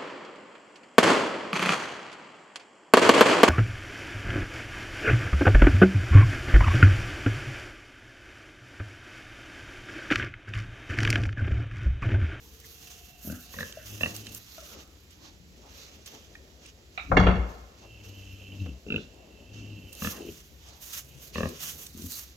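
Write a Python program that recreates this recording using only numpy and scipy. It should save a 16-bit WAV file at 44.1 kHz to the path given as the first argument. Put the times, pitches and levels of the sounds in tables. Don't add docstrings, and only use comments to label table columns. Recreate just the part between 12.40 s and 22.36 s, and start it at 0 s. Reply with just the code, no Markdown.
import sys
import numpy as np
from scipy import signal
from scipy.fft import rfft, irfft, next_fast_len
from scipy.io import wavfile
from scipy.ndimage import uniform_filter1d

SR = 44100
rng = np.random.default_rng(int(sys.argv[2]) if len(sys.argv) > 2 else 0)


def unload_audio(sound):
    columns = np.transpose(np.atleast_2d(sound))
    steps = np.round(np.clip(columns, -1, 1) * 32767)
    wavfile.write(sys.argv[1], SR, steps.astype(np.int16))


def how_loud(loudness_db):
    steps = np.asarray(loudness_db, float) / 20
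    return 10 ** steps


N = 439236

# (frequency [Hz], density [dB per Hz])
BARN_SPECTRUM = [(13, -37), (22, -21), (64, 7.5), (110, -7), (353, -14), (876, -30), (1650, -24),
                 (2930, -23), (6170, -25.5), (7680, -26.5), (8810, -72), (9840, -37), (11600, -35),
                 (15700, -41)]
# (start [s], end [s], level [dB], pitch [Hz])
DRONE_NOTES = [
    (0.01, 0.55, -64, 450),
    (.55, 1.1, -65, 716),
]
# (frequency [Hz], likeness [-1..1])
PORT_LIKENESS = [(60, 0.97), (130, 0.9), (290, 0.97), (640, 0.47), (1410, -0.18), (3100, -0.23),
                 (6820, 0.68), (15000, 0.84)]
# (frequency [Hz], left minus right [dB])
PORT_COLOUR = [(60, 3.5), (110, 2.5), (200, 2.5), (380, 3.5), (700, 4), (1290, -0.5), (2380, -4.5),
               (4400, -7.5), (8120, -1), (15000, -7)]

# (frequency [Hz], density [dB per Hz])
STRAW_SPECTRUM = [(290, -55), (500, -39), (545, -2.5), (957, -5.5), (1090, 2), (2150, 4.5), (2860, 10),
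                  (4880, 7), (6420, 14.5), (8320, -1.5), (12600, -13), (15700, -17)]
# (peak [s], crackle [dB], rise [s per 20 dB], fall [s per 20 dB], thin stalks [dB])
TROTTER_STEPS = [(.48, -50, 0.99, 0.46, -2.5), (0.892, -50.5, 0.091, 0.25, 4.5),
                 (1.19, -46, 0.27, 0.44, -4.5), (1.5, -47.5, 0.05, 0.32, -2.5),
                 (1.64, -42.5, 0.032, 0.55, -3), (1.77, -56, .01, .015, 0), (1.95, -48.5, 0.011, 0.018, 3),
                 (2.269, -54, 0.21, 0.12, 0.5), (7.68, -37, 0.11, 0.095, -1), (7.936, -52, 0.54, 0.27, -3),
                 (8.259, -52.5, 0.056, 0.48, -11), (8.45, -49, 0.036, 0.31, 3), (8.56, -39, 0.07, 0.053, 0),
                 (8.85, -49.5, 0.095, 0.058, -1), (8.972, -44, 0.029, 0.59, -7),
                 (9.232, -41, 0.024, 0.08, -1), (9.278, -39.5, 0.05, 0.04, 2.5),
                 (9.42, -47.5, 0.31, 0.11, 3.5), (9.61, -49, 0.055, 0.041, 0.5),
                 (9.68, -53.5, 0.061, 0.11, 7.5), (9.747, -44.5, 0.078, 0.11, 6.5),
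                 (9.81, -50, .05, 0.22, -13), (8.1, -79, 0.12, .1, -5)]
# (peak [s], crackle [dB], rise [s per 20 dB], fall [s per 20 dB], thin stalks [dB])
SNOUT_ROOTING = [(2.16, -58.5, 0.15, 1, -3.5), (2.38, -49, 0.95, 0.055, -21),
                 (2.728, -58.5, 0.013, 0.0099, -16), (2.86, -53, 0.065, 0.1, -19),
                 (3.422, -51, 0.32, 0.39, -12.5), (3.7, -48.5, 0.028, 0.16, -13),
                 (3.85, -60, .2, 0.95, -13), (4.268, -52.5, 0.05, 0.023, -16), (4.56, -57.5, 0.021, 1, -15),
                 (5.121, -56.5, 0.054, 0.14, -6.5), (5.411, -57.5, 0.031, 0.061, -31),
                 (5.67, -55, 0.026, 0.043, -9), (5.9, -56.5, 0.72, 0.41, -10),
                 (6.19, -58, 0.076, 0.4, -11.5), (6.508, -61, 0.033, 0.083, -32),
                 (6.59, -57, 0.072, 0.17, -32), (7.17, -53.5, 0.028, 0.25, -22)]
# (peak [s], thump [dB], rise [s per 20 dB], fall [s per 20 dB])
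BODY_SHIFTS = [(1.74, -51, 0.95, 0.4), (2.32, -50, 0.25, 0.35), (3.5, -56, 1.16, 3),
               (5.599, -57.5, 1.2, 6.6), (6.79, -58.5, 1.4, 1.4), (7.81, -47.5, 0.6, 0.15),
               (8.528, -91, 0.54, 4.5), (9.248, -55, 0.63, 0.8), (9.95, -64.5, 3.4, 0.83)]
# (peak [s], level [dB], rise [s per 20 dB], fall [s per 20 dB])
STALK_BENDS = [(2.3, -70, 0.085, 0.93), (2.85, -58, 0.11, 0.15), (3.26, -56.5, 0.056, 0.16),
               (5.449, -54.5, 0.059, 0.034), (8.3, -60.5, 0.17, 0.49)]
# (peak [s], level [dB], centre [Hz], rise [s
# per 20 dB], fall [s per 20 dB])
SCUFF_PUFFS = [(.06, -68, 920, 0.12, 0.14), (.25, -57, 1900, .05, 0.028), (.93, -51.5, 1470, 0.11, 0.14),
               (0.951, -46, 263, 0.067, 0.042), (1.2, -46, 492, 0.065, 0.17),
               (1.419, -56, 1620, 0.27, 0.089), (1.869, -46.5, 2810, .015, 0.028),
               (2.2, -63.5, 1360, 0.015, 0.1), (8.95, -44.5, 2640, 0.019, 0.2),
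               (7.739, -49.5, 1130, .06, 0.061), (8.72, -59.5, 2750, 0.091, 0.17),
               (4.89, -27, 194, .08, 0.13), (2.299, -60, 1250, 0.088, 0.35), (2.36, -64, 2970, .15, 0.08),
               (2.851, -57, 308, 0.2, 0.18), (2.86, -58, 4300, 0.081, .08), (3.122, -55.5, 166, 0.4, 0.14),
               (3.42, -66, 2580, 0.33, 0.51), (3.75, -58.5, 796, .08, 0.058), (5.179, -56, 230, 0.17, 0.13),
               (6.201, -60, 3940, 0.032, 0.037), (6.611, -53.5, 3700, 0.096, .07),
               (7.719, -56, 202, .05, .06), (7.779, -54.5, 1770, 0.12, 0.039),
               (7.885, -47, 2770, 0.014, 0.028), (7.901, -51.5, 160, 0.11, 0.086),
               (8.099, -57, 143, 0.164, 0.082), (8.75, -54, 138, 0.27, 0.33), (8.9, -71, 613, 0.055, 0.22),
               (9.0, -58, 4100, .06, 0.051), (9.109, -44, 390, 0.21, 0.077),
               (9.349, -55.5, 152, 0.37, 0.26), (9.741, -45, 4300, 0.083, 0.083)]
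# (time [s], peak [dB], pitch [Hz], t60
# [s])
BOARD_KNOCKS = [(1.139, -38, 1160, .008), (1.371, -34, 634, .077), (2.18, -41, 643, .05),
                (2.181, -43, 1330, .07), (2.224, -45.5, 600, .08), (3.952, -39, 1850, .018),
                (3.953, -44, 2450, .012), (4.258, -44, 2700, .02), (5.449, -45.5, 455, .025),
                (5.612, -49, 2600, .012), (6.261, -32, 475, .02), (6.263, -47, 1300, .008)]
# (time [s], peak [dB],
# pitch [Hz], t60 [s])
STALK_SNAPS = [(.1994, -41.5, 7200, .015), (1.14, -42, 2700, .015), (1.322, -38, 3900, .02),
               (1.6192, -39, 7740, .023), (1.7624, -31, 6800, .035), (1.865, -38, 3200, .025),
               (1.945, -29, 9000, .03), (2.18, -44, 3300, .02), (2.708, -48, 4800, .02),
               (3.6596, -36, 4230, .028), (4.2612, -41, 3680, .015), (5.3844, -52, 3300, .015),
               (7.5273, -34, 6180, .025), (9.0882, -36.5, 6100, .03), (9.215, -36, 4500, .015),
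               (9.4644, -33, 4800, .025), (9.62, -38, 5500, .015), (9.719, -29, 5000, .02)]
# (time [s], peak [dB], pitch [Hz])
STALK_TICKS = [(1.6195, -34, 9000), (1.326, -30, 4000), (9.468, -32, 6000), (1.676, -37, 8000),
               (1.7644, -27, 6030), (1.8155, -48, 9000), (1.869, -28.5, 4000), (1.949, -25, 11000),
               (2.477, -45.5, 11000), (2.603, -70, 9300), (2.7075, -47, 7000), (5.6565, -50, 6250),
               (6.7446, -49, 6580), (7.5517, -31, 7010), (8.2873, -40, 5250), (8.3664, -47, 6370),
               (8.7869, -44, 5660), (8.9431, -39, 6020), (9.0885, -37, 8100), (9.54, -43, 8000),
               (9.5756, -35, 12400), (9.621, -34, 8100), (9.7198, -25, 12000)]

# (time [s], flutter [Hz], effort [dB])
SNORE_TRACKS = [
    [(1.3, 114.1, -73), (1.394, 109.9, -54), (1.566, 104.9, -45), (1.978, 106.1, -51), (2.08, 109.3, -84)],
    [(5.43, 115.8, -61), (5.71, 97.65, -47), (6.162, 97.85, -48.5), (6.228, 98.5, -36.5),
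     (6.294, 74.2, -44), (6.335, 61.9, -36), (6.38, 63.8, -56)],
    [(7.08, 109, -68), (7.148, 107.8, -47), (7.308, 105.4, -44.5), (7.5, 94.4, -54)],
]
# (start [s], end [s], level [dB])
SNORE_RASPS = [(1.614, 1.95, -49.5), (6.103, 6.174, -47.5), (6.277, 6.302, -41), (7.164, 7.452, -44.5)]
# (start [s], end [s], level [dB])
NOSTRIL_WHISTLES = [(0.458, 1.037, -63), (1.133, 1.415, -60), (1.5, 1.94, -59.5), (5.515, 5.744, -58),
                    (5.8, 6.292, -53), (6.693, 7.095, -65), (7.166, 7.873, -55)]

# (first flap [s], last flap [s], rate [flaps/s], strong-weak step [dB], quickening [s/flap^2])
GRUNT_FLAPS = [(.8485, .94, 39.3, 0, 0), (1.142, 1.24, 45.7, -1.5, 0), (1.609, 1.67, 40.3, -1.5, 0),
               (6.4645, 6.595, 51.5, -3, 0), (7.6225, 7.69, 40.2, 0, 0), (7.776, 7.93, 35.7, 0, .0011),
               (8.9565, 9.07, 38.9, 0, .00025), (9.55, 9.67, 44, 0, 0)]
# (throat [Hz], cheek [Hz], cheek [dB], mouth [Hz], mouth [dB], upper mouth [Hz])
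GRUNT_TRACT = [(252, 600, -11, 1540, -1, 1490), (196, 600, -10, 1190, -15, 1770),
               (222, 600, -1.5, 1155, -5, 1780), (285, 390, 5, 1530, -8, 1430),
               (227, 490, -6.5, 1220, 3, 1760), (372, 380, 6, 1300, -13, 6600),
               (242, 530, 0.5, 1110, 1.5, 1780), (258, 310, -4, 1200, -2, 1720)]
# (peak [s], throat [dB], rise [s per 20 dB], fall [s per 20 dB])
GRUNT_BREATH = [(.895, -33, 0.083, 0.13), (1.216, -40.5, 0.4, 0.13), (1.648, -32.5, 0.086, 0.052),
                (6.56, -37, 0.22, 0.077), (7.666, -30, 0.13, 0.063), (7.896, -45.5, 0.16, 0.03),
                (9.056, -30.5, 0.26, 0.016), (9.64, -41, 0.17, 0.068)]
# (opens [s], mouth re throat [dB], nostril re throat [dB], closing [dB/s])
GRUNT_OPENING = [(.89, -13, -30, 155), (1.18, 9.5, -26, 0), (1.6, 2, -8.5, -6), (6.5, -3.5, -5, 83),
                 (7.61, -4, -21, -5), (7.77, -3, -31, 97), (8.95, 1.5, -19.5, 57),
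                 (9.54, -32.5, -35, 202.5)]

# (time [s], peak [dB])
LATCH_HITS = [
    (4.578, -18.5),
    (4.599, -27.5),
    (4.6233, -55),
    (4.6632, -37),
]
# (frequency [Hz], level [dB], t60 [s])
LATCH_RING = [(780, -15, 0.036), (1330, -6.5, 0.015), (2360, -5, 0.012), (2520, -3.5, 0.011),
              (3820, -10, 0.012)]
# (time [s], boom [Hz], level [dB])
PANEL_SWING = [
    [(4.6, 64, -56), (4.782, 65.1, -25), (4.842, 61.2, -22.5), (4.886, 58.2, -16.5), (4.96, 64, -37),
     (5.0, 59.7, -22), (5.12, 57, -44), (5.3, 58.5, -55)],
]
# (frequency [Hz], level [dB], t60 [s])
PANEL_MODES = [(39.7, 4.5, 0.28), (98, 7, 0.16), (163, 4, 0.11), (184.3, 1, 0.49), (273, -2, 0.17),
               (342, -18, 0.068)]
# (time [s], crack peak [dB], edge [dB], lip [dB], rim [dB])
GATE_BLOWS = [
    (4.717, -14, -35, -61, -66),
    (4.7687, -10.5, -14.5, -22, -31.5),
    (4.798, -17, -36, -43.5, -34),
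    (4.834, -29.5, -34.5, -35, -46),
    (4.868, -16.5, -25.5, -22.5, -48),
    (4.884, -17, -31.5, -31, -50),
    (4.907, -29, -42.5, -38, -51.5),
    (4.955, -36, -40.5, -44, -52),
]
# (frequency [Hz], level [dB], t60 [s])
SHEET_MODES = [(450, -9, 0.012), (636, 1, 0.011), (766, 1.5, 0.02), (1136, 2, 0.014), (1323, 6, 0.011)]
# (frequency [Hz], level [dB], t60 [s])
EDGE_MODES = [(1830, 2.5, 0.0086), (2110, -3, 0.016)]
# (frequency [Hz], level [dB], t60 [s])
LIP_MODES = [(2430, -6, 0.0069), (2760, -4, 0.014)]
# (frequency [Hz], level [dB], t60 [s])
RIM_MODES = [(3293, -1, 0.054), (3670, -25, 0.0055), (4570, -1.5, 0.012), (5000, -32, 0.0034),
             (5610, -14, 0.019), (6660, -11, 0.016)]
# (frequency [Hz], level [dB], t60 [s])
BAR_MODES = [(427, -6.5, 0.6), (580, -2.5, 0.37), (724, -2, 0.48), (1090, 0, 0.2), (1140, -2, 0.3),
             (1167, -8, 0.27), (1290, 4.5, 0.26), (1640, -6.5, 0.27), (2080, -8, .3), (2148, -0.5, .35),
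             (2552, -13, .3), (2794, -10, 0.42), (3359, -8.5, .35), (3671, -18, .3)]


def level(x, db):
    return x * how_loud(db) / np.sqrt(np.mean(x ** 2) + 1e-20)


def on_log(points, hz):
    f, v = np.transpose(points)
    return np.interp(np.log(hz), np.log(f), v)


def shape(x, gain):
    size = next_fast_len(x.shape[-1])
    hz = np.maximum(np.arange(size // 2 + 1) * SR / size, 1)
    return irfft(rfft(x, size) * gain(hz), size)[..., :x.shape[-1]]


def band(x, lo_hz, hi_hz):
    sos = signal.butter(2, [lo_hz, min(hi_hz, .48 * SR)], "bandpass", fs=SR, output="sos")
    return signal.sosfilt(sos, x)


def ring(x, hz, t60):
    pole = np.exp(2j * np.pi * hz / SR - np.log(1000) / (t60 * SR))
    return signal.lfilter([1], [1, -pole], x).imag


def swell(x, hz, t60):
    return ring(ring(x, hz, t60), hz, t60) * 2 * np.e * np.log(1000) / (t60 * SR)


def track(tables, column, off):
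    t, out = np.arange(N) / SR, np.full(N, float(off))
    for rows in map(np.array, tables):
        on = slice(int(rows[0, 0] * SR), int(rows[-1, 0] * SR))
        out[on] = np.interp(t[on], rows[:, 0], rows[:, column])
    return out


def fade(gain, seconds):
    return uniform_filter1d(gain, int(seconds * SR))


def flicker(rate, depth_db):
    hold = int(SR / rate)
    steps = np.repeat(rng.standard_normal(N // hold + 1), hold)
    return how_loud(depth_db * uniform_filter1d(steps, hold)[:N])


def swells(rows):
    t = np.arange(0, N / SR + .01, .001)
    power = 0
    for start, end, db, rise, fall in rows:
        drop = np.maximum(np.maximum((start - t) / rise, (t - end) / fall), 0)
        power = power + how_loud(db - 20 * drop) ** 2
    return np.interp(np.arange(N) / SR, t, np.sqrt(power))


def wide(pair):
    mid = shape(pair[0], lambda hz: np.sqrt(1 + np.clip(on_log(PORT_LIKENESS, hz), -.9, .99)))
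    side = shape(pair[1], lambda hz: np.sqrt(1 - np.clip(on_log(PORT_LIKENESS, hz), -.9, .99)))
    return np.array([mid + side, mid - side]) / 2 ** .5


def barn():
    air = shape(wide(rng.standard_normal((2, N))), lambda hz: how_loud(on_log(BARN_SPECTRUM, hz)))
    hum = rng.standard_normal(N)
    drone = sum(level(ring(hum, hz, 0.074), -1.5) * swells([(start, end, db, .6, .3)])
                for start, end, db, hz in DRONE_NOTES)
    return level(air, -54) * flicker(3.6, 0.11) + drone


def patchy(x, lo_hz, hi_hz, patch_hz):
    whole = band(x, lo_hz, hi_hz)
    return whole + band(whole, patch_hz / 1.25, patch_hz * 1.25) * (flicker(20, 3) - 1)


def straw():
    unequal = np.minimum(rng.exponential(size=(2, N)), 5)
    clicks = rng.standard_normal((2, N)) * how_loud(3.0 * unequal)
    rustle = wide(shape(clicks * flicker(70, 2.16), lambda hz: how_loud(on_log(STRAW_SPECTRUM, hz))))

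    tread = .028
    steps, rooting = (swells([(s - tread, s + tread, db, rise, fall) for s, db, rise, fall, _ in rows])
                      for rows in (TROTTER_STEPS, SNOUT_ROOTING))
    thin = swells([(s - tread, s + tread, db + thin_db, rise, fall)
                   for s, db, rise, fall, thin_db in TROTTER_STEPS + SNOUT_ROOTING])
    thick = np.hypot(steps * how_loud(-4), rooting * how_loud(-3))

    crackle = level(patchy(rustle, 2210, 5640, 3870), -4.0) * fade(np.hypot(steps, rooting), .01)
    hiss = level(patchy(rustle, 11960, 15160, 12600), -1.84) * fade(thin, 0.0045)
    stalks = level(patchy(rustle, 660, 2980, 750), -0.8) * fade(thick, 0.015)
    bends = level(band(wide(clicks[::-1]), 570, 1070), 0)
    bends = bends * swells([(s, s, db, rise, fall) for s, db, rise, fall in STALK_BENDS])
    thumps = level(band(wide(rng.standard_normal((2, N))), 175, 600), -2.5) * flicker(18, 3)
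    thumps = thumps * swells([(s, s, db, rise, fall) for s, db, rise, fall in BODY_SHIFTS])
    return crackle + hiss + stalks + bends + thumps


def scuffs():
    lead, width = .4, 1.125
    out, t = np.zeros((2, N)), np.arange(-lead, .5, 1 / SR)
    for when, db, hz, rise, fall in SCUFF_PUFFS:
        air = band(rng.standard_normal((2, len(t))), hz / width, hz * width)
        air = level(band(air, hz / 1.95, hz * 1.8), db)
        air[1] = .7 * air[0] + .7 * air[1]
        puff = air * how_loud(-20 * np.maximum(-t / rise, t / fall))
        at = int((when - lead) * SR)
        out[:, max(at, 0):at + len(t)] += puff[:, max(-at, 0):N - at]
    return out


def small_hits():
    out, t = np.zeros(N), np.arange(5000) / SR
    for when, db, hz, t60 in BOARD_KNOCKS:
        contact = rng.standard_normal(len(t)) * np.exp(-t / 0.005)
        hit = ring(contact, hz, t60) + 5.7 * band(contact, 0.84 * hz, hz + 1300)
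        out[int(when * SR):][:len(t)] += how_loud(db) * hit / np.abs(hit).max()
    for when, db, hz, t60 in STALK_SNAPS:
        burst = rng.standard_normal(len(t)) * how_loud(-60 * t / t60) * (1 - np.exp(-t / .003))
        hit = band(burst, .58 * hz, 2.4 * hz)
        out[int(when * SR):][:len(t)] += how_loud(db) * hit / np.abs(hit).max()
    return out


def sleeper():
    wobble = uniform_filter1d(rng.standard_normal(N), 400)
    phase = 2 * np.pi * np.cumsum(track(SNORE_TRACKS, 1, 100) * (1 + .5 * wobble)) / SR
    flutter = np.sin(phase) + 0.2 * np.sin(2 * phase) + 0.19 * np.sin(3 * phase)
    flutter = flutter * 2 ** .5 * flicker(25, 3.4)
    puff = 1 + .5 * np.sin(phase)

    rasp = level(band(rng.standard_normal(N), 150, 298) * puff, -5.5)
    air = rng.standard_normal(N) * puff
    whistle = level(swell(air, 2740, 0.013) + how_loud(-2) * swell(air, 2980, 0.009), -0.62) * flicker(54, 1.3)
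    overtone = level(swell(air, 12200, .006), -25)

    flutter_gain = fade(how_loud(track(SNORE_TRACKS, 2, -120)), 0.092)
    rasp_gain = swells([row + (0.14, 0.057) for row in SNORE_RASPS])
    whistle_gain = swells([row + (0.23, 0.089) for row in NOSTRIL_WHISTLES])
    return flutter * flutter_gain + rasp * rasp_gain + (whistle + overtone) * whistle_gain


def vocal_tract(flap, burst, snout, chance):
    throat_hz, cheek_hz, cheek_db, mouth_hz, mouth_db, upper_hz = snout
    snap = .25 * flap
    snap[0] = flap[0]
    size, slack = how_loud(1.2 * chance), 1 + .025 * chance

    low = size[0] * swell(flap, throat_hz * slack[1], 0.017)
    low = low + how_loud(cheek_db) * swell(flap, cheek_hz * slack[0], 0.0093)
    low = low + how_loud(-7.5) * band(swell(flap, 107.0, 0.043), 68, 153)

    mid = how_loud(mouth_db) * swell(snap, mouth_hz * slack[2], 0.0085)
    mid = mid + size[3] * swell(snap, upper_hz * slack[3], 0.0099)
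    mid = mid + how_loud(-22) * swell(burst, 1800, 0.003) / 4
    mid = mid + how_loud(-10) * swell(snap, 3880, .007) + how_loud(-11) * swell(snap, 2250, .005)

    top = size[4] * swell(snap, 2700 * slack[4] ** .5, .009)
    top = top + how_loud(-15) * swell(snap, 3750, .006) + how_loud(-5) * swell(snap, 2900, .004)
    return low, mid, top


def piglet():
    out, t = np.zeros(N), np.arange(6000) / SR
    onset = (1 - np.exp(-t / .0018)) ** 2
    leak = how_loud(-33) * (1 - np.exp(-t / 0.003)) * np.exp(-(t / .018) ** 2)
    for timing, snout, breath, opening in zip(GRUNT_FLAPS, GRUNT_TRACT, GRUNT_BREATH, GRUNT_OPENING):
        first, last, rate, step_db, quicken = timing
        peak, peak_db, rise, fall = breath
        opens, open_db, nose_db, closing = opening
        chance, rasp = rng.standard_normal((12, 6)), rng.standard_normal((12, len(t)))
        for k, when in enumerate(np.arange(first, last, 1 / rate)):
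            when = when - quicken * k ** 2
            sounding = when + .004
            throat = peak_db - 20 * max((peak - sounding) / rise, (sounding - peak) / fall)
            shut, narrowing = sounding < opens, closing * max(when - opens, 0)
            mouth = open_db - narrowing + shut * -19
            nose = nose_db - narrowing + shut * -17.5

            burst = rasp[k] * np.exp(-t / .008)
            flap = .055 * burst + leak * rasp[k, ::-1]
            flap[0] = -1
            flap[int(SR / rate * (.55 + .08 * chance[k, 2]))] = .22 * chance[k, 1]

            low, mid, top = vocal_tract(flap, burst, snout, chance[k])
            uneven = step_db * (-1) ** k
            bright = onset * (how_loud(mouth + 6.0 - uneven) * mid + how_loud(nose + 25.5 + uneven) * top)
            at = int((when - .001 + .0007 * chance[k, 5]) * SR)
            out[at:at + len(t)] += how_loud(throat + 6.0) * (low + bright)
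    return out


def ticks():
    out, t = np.zeros(N), np.arange(900) / SR
    for when, db, hz in STALK_TICKS:
        hit = band(rng.standard_normal(len(t)) * how_loud(-60 * t / 0.0064), 0.49 * hz, 1.4 * hz)
        out[int(when * SR):][:len(t)] += how_loud(db) * hit / np.abs(hit).max()
    return out


def clatter(when, parts, quick_s, tail, tail_s, spread):
    t, out = np.arange(13000) / SR, np.zeros((2, N))
    decay = np.exp(-t / quick_s) + tail * np.exp(-t / tail_s)
    burst = wide(rng.standard_normal((2, len(t)))) * (1 - np.exp(-t / 0.0045)) * decay
    modes = [(hz, part_db + db, t60) for group, part_db in parts for hz, db, t60 in group]
    detune = 1 + spread * rng.standard_normal(len(modes))
    wash = sum(how_loud(db) * swell(burst, hz, .45 * t60) for hz, db, t60 in modes)
    lines = sum(how_loud(db) * swell(burst, hz * k, t60) for (hz, db, t60), k in zip(modes, detune))
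    out[:, int((when - .0025) * SR):][:, :len(t)] = lines + 3.6 * band(wash, 400, 9000)
    return out


def latch():
    return sum(clatter(when, [(LATCH_RING, db - 21.5)], 0.0015, 0.075, 0.032, 0.011)
               for when, db in LATCH_HITS)


def panel():
    boom = 2 ** .5 * np.sin(2 * np.pi * np.cumsum(track(PANEL_SWING, 1, 59)) / SR)
    shake = wide(rng.standard_normal((2, N)))
    clang = level(sum(how_loud(db) * ring(shake, hz, t60) / t60 ** .5 for hz, db, t60 in PANEL_MODES), -1.4)
    lag, rise, fall = 0.0082, 0.046, 0.15
    efforts = []
    for when, db, *_ in GATE_BLOWS:
        first_db = -4.5 * (when == GATE_BLOWS[0][0])
        efforts.append((when + lag, when + lag, db - 4.5 + first_db, rise, fall))
    return boom * fade(how_loud(track(PANEL_SWING, 2, -120)), 0.016) + clang * swells(efforts)


def gate():
    out = np.zeros((2, N))
    for when, crack_db, edge_db, lip_db, rim_db in GATE_BLOWS:
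        parts = [(SHEET_MODES, crack_db - 27.0), (EDGE_MODES, edge_db - 20.5),
                 (LIP_MODES, lip_db - 14.5), (RIM_MODES, rim_db - 19.0)]
        out += clatter(when, parts, 0.0075, 0.083, 0.092, 0.0354)
    return out


def bars():
    out, t = np.zeros((2, N)), np.arange(22000) / SR
    for when, crack_db, *_ in GATE_BLOWS[1:]:
        mix, start = rng.standard_normal((2, len(BAR_MODES), 2))
        wander = uniform_filter1d(rng.standard_normal((len(BAR_MODES), len(t))), 400) * 20
        rattle = how_loud(4 * wander)
        lines = 0
        for (hz, db, t60), m, p, r in zip(BAR_MODES, how_loud(3 * mix), start, rattle):
            detuned_hz = hz * (1 + .008 * p[0])
            tone = np.sin(2 * np.pi * detuned_hz * t + 3 * p[:, None])
            lines = lines + how_loud(db - 60 * t / t60) * np.outer(m, r) * tone
        out[:, int(when * SR):][:, :len(t)] += how_loud(crack_db - 24) * lines * (1 - np.exp(-t / 0.018))
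    return out


def echoes(x, t60, db):
    t = np.arange(int(.9 * SR)) / SR
    noise = wide(rng.standard_normal((2, len(t))))
    dull = band(noise, 38.5, 1930)
    tail = dull * how_loud(-60 * t / t60) + (noise - dull) * how_loud(-60 * t / (0.2 * t60))
    tail = tail * (t > .006)
    tail = how_loud(db) * tail / np.sqrt(np.sum(tail ** 2) / 2)
    return signal.fftconvolve(np.atleast_2d(x), tail, axes=1)[:, :N]


def at_ports(x, lead_s, knee_hz=900):
    def advance(hz):
        return np.exp(2j * np.pi * hz * lead_s * hz ** 2 / (hz ** 2 + knee_hz ** 2))
    return np.array([x, shape(x, advance)])


def scene():
    near, rattle, blows = piglet() + small_hits(), latch(), gate()
    pigs = at_ports(near, 0.00013) + at_ports(sleeper(), .00001) + echoes(near, .36, -15.5)
    bang = 0.47 * at_ports(blows[0], -0.000512, knee_hz=450) + how_loud(-6.5) * blows[::-1] + rattle
    bang = bang * how_loud(np.array([[-1.25], [1.25]]))
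    bedding = straw() + scuffs() + at_ports(ticks(), 0.0001)
    return barn() + bedding + pigs + panel() + bang + echoes(bang, 0.93, -18) + bars()


def top_cut(x):
    return signal.sosfilt(signal.butter(12, 15900, fs=SR, output="sos"), x)


def record(dry):
    ports = shape(dry, lambda hz: how_loud(np.array([[.5], [-.5]]) * on_log(PORT_COLOUR, hz)))
    ports = signal.sosfilt(signal.butter(2, 38, "highpass", fs=SR, output="sos"), ports)
    ports = np.tanh(ports / 1.5) * 1.5
    return top_cut(ports)


dry = scene()
out = record(dry)
unload_audio(out)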